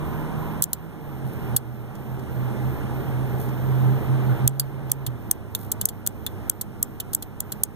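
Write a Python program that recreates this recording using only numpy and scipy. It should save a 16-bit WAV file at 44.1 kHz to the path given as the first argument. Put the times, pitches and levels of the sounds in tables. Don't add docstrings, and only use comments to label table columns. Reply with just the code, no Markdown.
import sys
import numpy as np
from scipy import signal
from scipy.fft import rfft, irfft, next_fast_len
from scipy.io import wavfile
from scipy.ndimage import uniform_filter1d, minimum_filter1d, map_coordinates

SR = 44100
rng = np.random.default_rng(int(sys.argv[2]) if len(sys.argv) > 2 else 0)


def int16_out(signal):
    q = np.round(np.clip(np.atleast_2d(signal).T, -1, 1) * 32767)
    wavfile.write(sys.argv[1], SR, q.astype(np.int16))


N = 342113
TIME = np.arange(N) / SR

# (time [s], firing tone [Hz])
ENGINE_SPEED = [(0.0, 150.9), (0.91, 158.3), (1.17, 135), (1.58, 119.3), (2.01, 125.9), (4.28, 128.7),
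                (4.6, 133.6), (5.02, 131.9), (5.22, 113.5), (5.44, 106.2), (6.27, 101), (7.76, 100.3)]
# (time [s], level over easy running [dB])
ENGINE_LOAD = [(0, 0.5), (0.95, -3), (1.5, 5), (1.7, 1.5), (3.2, 3.5), (3.62, 3), (3.87, 13), (3.97, 9),
               (4.45, 11.5), (4.6, 6.5), (5.1, 6.5), (5.4, 1.5), (7.76, -6)]
# (time [s], half length [s], change [dB])
HUM_DIPS = [(1.257, 0.016, 8), (1.332, 0.014, -20), (1.42, 0.022, -11), (1.95, 0.017, -29),
            (2.267, 0.019, -14), (2.782, 0.046, -17), (3.05, 0.022, -17), (4.026, 0.044, -23),
            (4.38, 0.03, -19), (5.057, 0.011, -12), (5.086, 0.014, 6), (5.2, 0.021, -7), (5.347, 0.04, -44)]
# (frequency [Hz], relative density [dB])
RUMBLE_SPECTRUM = [(15, -3), (25, -1), (50, -4), (80, -11), (110, -2.5), (170, -4), (280, -8), (400, -12.5),
                   (520, -15), (900, -29), (2000, -120)]
RUSH_SPECTRUM = [(150, -120), (350, -24), (550, -3), (680, -3), (810, 0.5), (1100, -6), (1400, -7),
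                 (1900, -13.5), (2500, -15.5), (3300, -20.5), (4300, -28.5), (8000, -79)]
HISS_SPECTRUM = [(1000, -41), (3500, -45), (5200, 3), (6500, -2), (8000, 0.5), (10000, 1.5), (12500, 5),
                 (14700, 5), (15400, -19), (16000, -33)]
# (frequency [Hz], width [Hz], gain [dB])
CABIN_MODES = [(77.3, 13, 1.5), (130.3, 6.5, 0), (203.5, 11.4, -1.5), (245.8, 9.8, -8.5), (313, 6.9, -2),
               (399.2, 18.2, -6.5), (452.8, 6, -5.5)]
# (time [s], relative level [dB], housing knock re frame [dB])
PULL_INS = [(0.6234, -12.5, -24), (0.6400, -17, -23), (1.5647, -13.5, -20), (4.4770, -11, -20.5),
            (4.9176, -12.5, -25), (5.3129, -11, -28), (5.7204, -22, -23), (5.8559, -11.5, -33),
            (6.0734, -16.5, -22), (6.4978, -13, -23.5), (6.8286, -14.5, -27), (7.149, -13.5, -26),
            (7.4047, -21, -22), (7.6360, -12.5, -25.5)]
# (time [s], relative level [dB], housing knock re frame [dB],
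# first bounce [ms], bounce re hit [dB], housing ring [Hz], ring gain [dB])
DROP_OUTS = [(0.6314, -20.5, -17, 3.2, -9, 3890, 6), (0.7318, -14.5, -24, 0.64, 1.5, 5090, 7),
             (1.5669, -12, -17.5, 0.8, -4.5, 4600, 9), (4.5969, -12.5, -8, 0.84, -5.5, 4590, 24.5),
             (5.0650, -21.5, -9, 3.4, -10.5, 3635, 2), (5.5496, -17.5, -8, 0.96, -0.5, 3590, 15),
             (5.7167, -18.5, -28, 2.1, -2, 5270, 11), (5.8125, -20, -17, 2, -2.5, 2960, 11),
             (5.8877, -22.5, -14, 3.5, -11, 3380, -7), (6.0643, -19, -16, 3, -13, 4700, 13),
             (6.2646, -23, -3.5, 2.0, -7.5, 3530, 16), (6.6122, -18.5, -22.5, 3.3, 2.5, 5600, 12),
             (7.0010, -21.5, -10.5, 3.4, -2.5, 3020, 13), (7.1327, -23.5, -19, 3.4, -2, 3990, 5),
             (7.2241, -25, -11, 3.9, -1, 3960, 8), (7.5202, -23, -12, 3.85, 2.5, 4030, 13)]
# (frequency [Hz], width [Hz], left gain [dB], right gain [dB])
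CLOSED_MODES = [(4550, 570, -26, -24), (5230, 367, -17.5, -16), (6390, 330, -7.5, -12.5),
                (6940, 240, -7.5, -11.5), (7350, 510, -5.5, -14.5), (8370, 410, 0.0, -10),
                (10260, 400, -6.0, -1), (11850, 250, -2, -2.5), (12120, 300, -7, -4),
                (13300, 360, -6.5, -8), (14030, 360, -7, -2.5), (15350, 600, -4, -10)]
OPEN_MODES = [(4900, 2600, -15.5, -19), (6200, 430, -8.5, -14), (7580, 490, -3.5, -5.5),
              (9100, 230, -10.0, -18), (9810, 320, -13.5, -2.5), (11110, 420, -3.0, -3),
              (12100, 1000, -11.5, -7), (12970, 370, -4.0, -1.5), (14200, 540, -3, -5), (14940, 340, -4, 1),
              (15070, 170, -0.5, 1)]
# (frequency [Hz], width [Hz], gain [dB])
HOUSING_MODES = [(1540, 850, -2), (2800, 320, 4.5), (3160, 80, 9), (3417, 157, 10.5), (4450, 113, 4.5)]
# (frequency [Hz], time to fall 60 dB [s])
FOOTWELL_DECAY = [(3500, .14), (6000, .04), (14000, .021)]
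# (time [s], half length [s], level [dB])
HAND_RUBS = [(1.275, .035, -52), (1.331, 0.0096, -49), (3.424, 0.041, -43.5), (5.618, 0.053, -40.5)]
# (time [s], relative level [dB])
PROBE_TICKS = [(1.952, -46.5), (2.193, -50.5), (3.401, -56), (3.488, -51), (4.897, -43)]
# (frequency [Hz], likeness [0-1])
AMBIENT_LIKENESS = [(40, 1), (130, 0.66), (500, 0.44), (1200, 0.95), (4000, 1), (12000, 0.8)]
CLICK_LIKENESS = [(3500, 0.87), (6000, 0.58), (8500, 0.87), (14000, 1)]
# (frequency [Hz], left minus right [dB])
AMBIENT_BALANCE = [(50, -3.5), (130, -4.5), (260, -3), (600, 0), (1300, -2), (4000, -0.5), (12000, -1.5)]
CLICK_BALANCE = [(2500, 0), (3500, .5), (14000, 0)]
# (frequency [Hz], lag [rad])
PORT_PHASE = [(30, 0.22), (125, 1.09), (550, 1.22), (1400, 0.049), (2500, 0.032)]

BOOM_HZ, UPPER_BOOM_HZ, BOOM_WIDTH_HZ = 133, 205, 53
LEAD_S, IMPACT_MS, SETTLE_MS = .005, 0.3, 4.5
CLICK_MS = (np.arange(SR // 15) / SR - LEAD_S) * 1000


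def amp(db):
    return 10 ** (np.asarray(db) / 20)


def unit(x):
    return x / np.sqrt(np.mean(x ** 2) + 1e-20)


def along(points, hz):
    freqs, values = np.transpose(points)
    return np.interp(np.log(hz + 1), np.log(freqs + 1), values)


def curve(points):
    return np.interp(TIME, *np.transpose(points))


def wobble(rate):
    return map_coordinates(rng.standard_normal(int(N * rate / SR) + 4), [TIME * rate])


def filtered(x, response):
    n = x.shape[-1]
    padded = next_fast_len(n + n // 2)
    return irfft(rfft(x, padded) * response(np.fft.rfftfreq(padded, 1 / SR)), padded)[..., :n]


def ring(x, modes):
    def response(f):
        return sum((-1) ** k * amp(db)[:, None] * 1j * f * width / (hz * hz - f * f + 1j * f * width)
                   for k, (hz, width, *db) in enumerate(modes))
    return filtered(x, response)


def noise(spectrum):
    return unit(filtered(rng.standard_normal((2, N)), lambda f: amp(along(spectrum, f))))


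def add(track, s, sound):
    part = track[:, round(s * SR):][:, :sound.shape[-1]]
    part += sound[:, :part.shape[-1]]


def microphone(pair, likeness, balance, lag_ms=.392):
    spread = lambda f: np.arccos(np.clip(along(likeness, f), 0, 1)) / 2
    mid, side = filtered(pair, lambda f: np.array([np.cos(spread(f)), np.sin(spread(f))]))
    phase = lambda f: np.pi - 2 * np.pi * f * lag_ms / 1000 - along(PORT_PHASE, f)
    halves = np.array([[.5], [-.5]])
    ports = lambda f: amp(halves * along(balance, f)) * np.exp(1j * halves * phase(f))
    return filtered(np.array([mid + side, mid - side]), ports)


def engine(hum_db=-29.5, octave_db=-44, third_db=-54, waver_db=2.1, jitter=0.01736):
    hz, load = curve(ENGINE_SPEED), curve(ENGINE_LOAD)
    boom = lambda f, centre: -10 * np.log10(1 + (2 * (f - centre) / BOOM_WIDTH_HZ) ** 2)
    dips = sum(change * np.exp(-((TIME - s) / half) ** 2) for s, half, change in HUM_DIPS)
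    phase = 2 * np.pi * np.cumsum(hz * (1 + jitter * wobble(18))) / SR
    hum = amp(hum_db + boom(hz, BOOM_HZ) + load + dips + waver_db * wobble(16)) * np.sin(phase)
    for order, level in (2, octave_db + boom(2 * hz, UPPER_BOOM_HZ) + load / 2), (3, third_db):
        hum += amp(level + 0.76 * wobble(2.9)) * np.sin(order * phase)
    return np.sqrt(2) * np.array([hum, np.zeros(N)])


def cabin_noise(rumble_db=-33, rush_db=-39.5, hiss_db=-53.5, modes_db=-2, rush_db_per_octave=3):
    octaves, load = np.log2(curve(ENGINE_SPEED) / BOOM_HZ), curve(ENGINE_LOAD)
    rumble_gain = amp(rumble_db + 0.24 * load + 0.3 * wobble(7.7))
    rush_gain = amp(rush_db + 0.2 * load + rush_db_per_octave * octaves + 0.43 * wobble(10))
    rumble = noise(RUMBLE_SPECTRUM) + amp(modes_db) * unit(ring(rng.standard_normal((2, N)), CABIN_MODES))
    rush = noise(RUSH_SPECTRUM)
    hiss = amp(hiss_db + 0.082 * load + 0.27 * wobble(6)) * noise(HISS_SPECTRUM)
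    return rumble_gain * rumble + rush_gain * rush + hiss


def opening_rush(hz=980, width_hz=260, level_db=-43, hold_s=0.46, fade_s=0.33):
    mode = [(hz, width_hz, 0)]
    band = unit(ring(ring(rng.standard_normal((2, N)), mode), mode))
    return amp(level_db) * np.exp(-np.maximum(TIME - hold_s, 0) / fade_s) * band


def whine(hz=14002, on_db=-55.5, off_db=-72, period_s=.321, pulse_s=.18):
    on = ((TIME - .05) % period_s < pulse_s) | ((TIME > 3.4) & (TIME < 3.9))
    tone = np.sqrt(2) * np.sin(2 * np.pi * hz * TIME)
    return tone * uniform_filter1d(np.where(on, amp(on_db), amp(off_db)), size=200)


def decay(start_ms, life_ms):
    return (CLICK_MS >= start_ms) * np.exp(-np.abs(CLICK_MS - start_ms) / life_ms)


def armature_hit(scrape_db=-17, scrape_ms=0.87):
    scrape = amp(scrape_db) * (CLICK_MS < 0) * np.exp(-np.abs(CLICK_MS) / scrape_ms)
    return scrape + decay(0, IMPACT_MS)


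def contact_force(envelope, passes=10):
    burst = rng.standard_normal((2, len(envelope))) * envelope
    for _ in range(passes):
        flat = irfft(np.exp(1j * np.angle(rfft(burst))), len(envelope))
        burst = envelope * np.cos(np.angle(signal.hilbert(flat)))
    return burst


def click(force, frame_modes, db, knock_db, extra_modes=()):
    sized = lambda x: x / np.sqrt(np.mean(np.sum(x ** 2, axis=-1)) / (SR / 200))
    heard = microphone(force, CLICK_LIKENESS, CLICK_BALANCE)
    frame = sized(ring(heard, frame_modes))
    housing = sized(ring(heard, [*HOUSING_MODES, *extra_modes]))
    return amp(db) * (frame + amp(knock_db) * housing)


def relay_pull_in(lift_db=8, touch_ms=-1.6, touch_db=-10, rebound_db=-25):
    out = np.zeros((2, N))
    touch = amp(touch_db) * decay(touch_ms, IMPACT_MS)
    slam = touch + armature_hit() + amp(rebound_db) * decay(0, SETTLE_MS)
    for s, db, knock_db in PULL_INS:
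        add(out, s - LEAD_S, click(contact_force(slam), CLOSED_MODES, db + lift_db, knock_db))
    return out


def relay_drop_out(lift_db=5.5, chatter_db=-9, ring_width_hz=110):
    out = np.zeros((2, N))
    for s, db, knock_db, bounce_ms, bounce_db, ring_hz, ring_db in DROP_OUTS:
        bounce = amp(bounce_db) * decay(bounce_ms, IMPACT_MS)
        settling = np.exp(-np.maximum(CLICK_MS - bounce_ms, 0) / SETTLE_MS)
        chatter = amp(chatter_db) * (CLICK_MS >= 0) * settling
        force = contact_force(armature_hit() + bounce + chatter)
        ringing = [(ring_hz, ring_width_hz, ring_db)]
        add(out, s - LEAD_S, click(force, OPEN_MODES, db + lift_db, knock_db, ringing))
    return out


def footwell(x, delay_s=0.015, wet_db=-30):
    hz, t, spectra = signal.stft(rng.standard_normal((2, SR // 7)), SR, nperseg=64)
    swell = np.clip(t / delay_s, 0, 1) ** 5
    fade = amp(-60 * np.maximum(t - delay_s, 0) / along(FOOTWELL_DECAY, hz)[:, None])
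    tail = signal.istft(spectra * swell * fade, SR, nperseg=64)[1]
    return x + amp(wet_db) * signal.fftconvolve(x, tail / np.linalg.norm(tail[0]), axes=1)[:, :N]


def hand_rubs(grain_db=4.8):
    strokes = sum(amp(db) * np.exp(-((TIME - s) / half) ** 2) for s, half, db in HAND_RUBS)
    grain = amp(grain_db * wobble(400))
    friction = noise([(1500, -40), (3500, 6), (6200, 3), (11500, 14.0), (14500, 19.5), (16000, -25)])
    return strokes * unit(grain * friction)


def probe_ticks(life_s=0.0064, lift_db=4, knock_db=-2, ring_hz=5400, ring_width_hz=900, ring_db=3):
    out, t = np.zeros((2, N)), np.arange(SR // 20) / SR
    for s, db in PROBE_TICKS:
        force = rng.standard_normal((2, len(t))) * np.exp(-t / life_s)
        add(out, s, click(force, OPEN_MODES, db + lift_db, knock_db, [(ring_hz, ring_width_hz, ring_db)]))
    return out


def scene():
    close = footwell(relay_pull_in() + relay_drop_out() + probe_ticks())
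    ambience = engine() + cabin_noise() + opening_rush() + hand_rubs()
    return close + microphone(ambience, AMBIENT_LIKENESS, AMBIENT_BALANCE) + whine()


def gain_control(x, threshold_db=-14, depth_db=8.5, hold_s=0.16, recover_db_per_s=10.5):
    power = uniform_filter1d(np.mean(x ** 2, axis=0), size=220)
    cut_db = np.clip(10 * np.log10(np.abs(power) + 1e-12) - threshold_db, 0, depth_db)
    span, ahead = int(hold_s * SR) + 1, SR // 200
    held = -minimum_filter1d(-np.roll(cut_db, -ahead), span, origin=(span - 1) // 2)
    climb = recover_db_per_s * TIME
    released = np.maximum.accumulate(held + climb) - climb
    return x * amp(-uniform_filter1d(released, ahead))


def record(dry, top_hz=15900):
    clipped = np.clip(gain_control(dry), -1, 1)
    return filtered(clipped, lambda f: np.exp(-(f / top_hz) ** 36))


dry = scene()
out = record(dry)
int16_out(out)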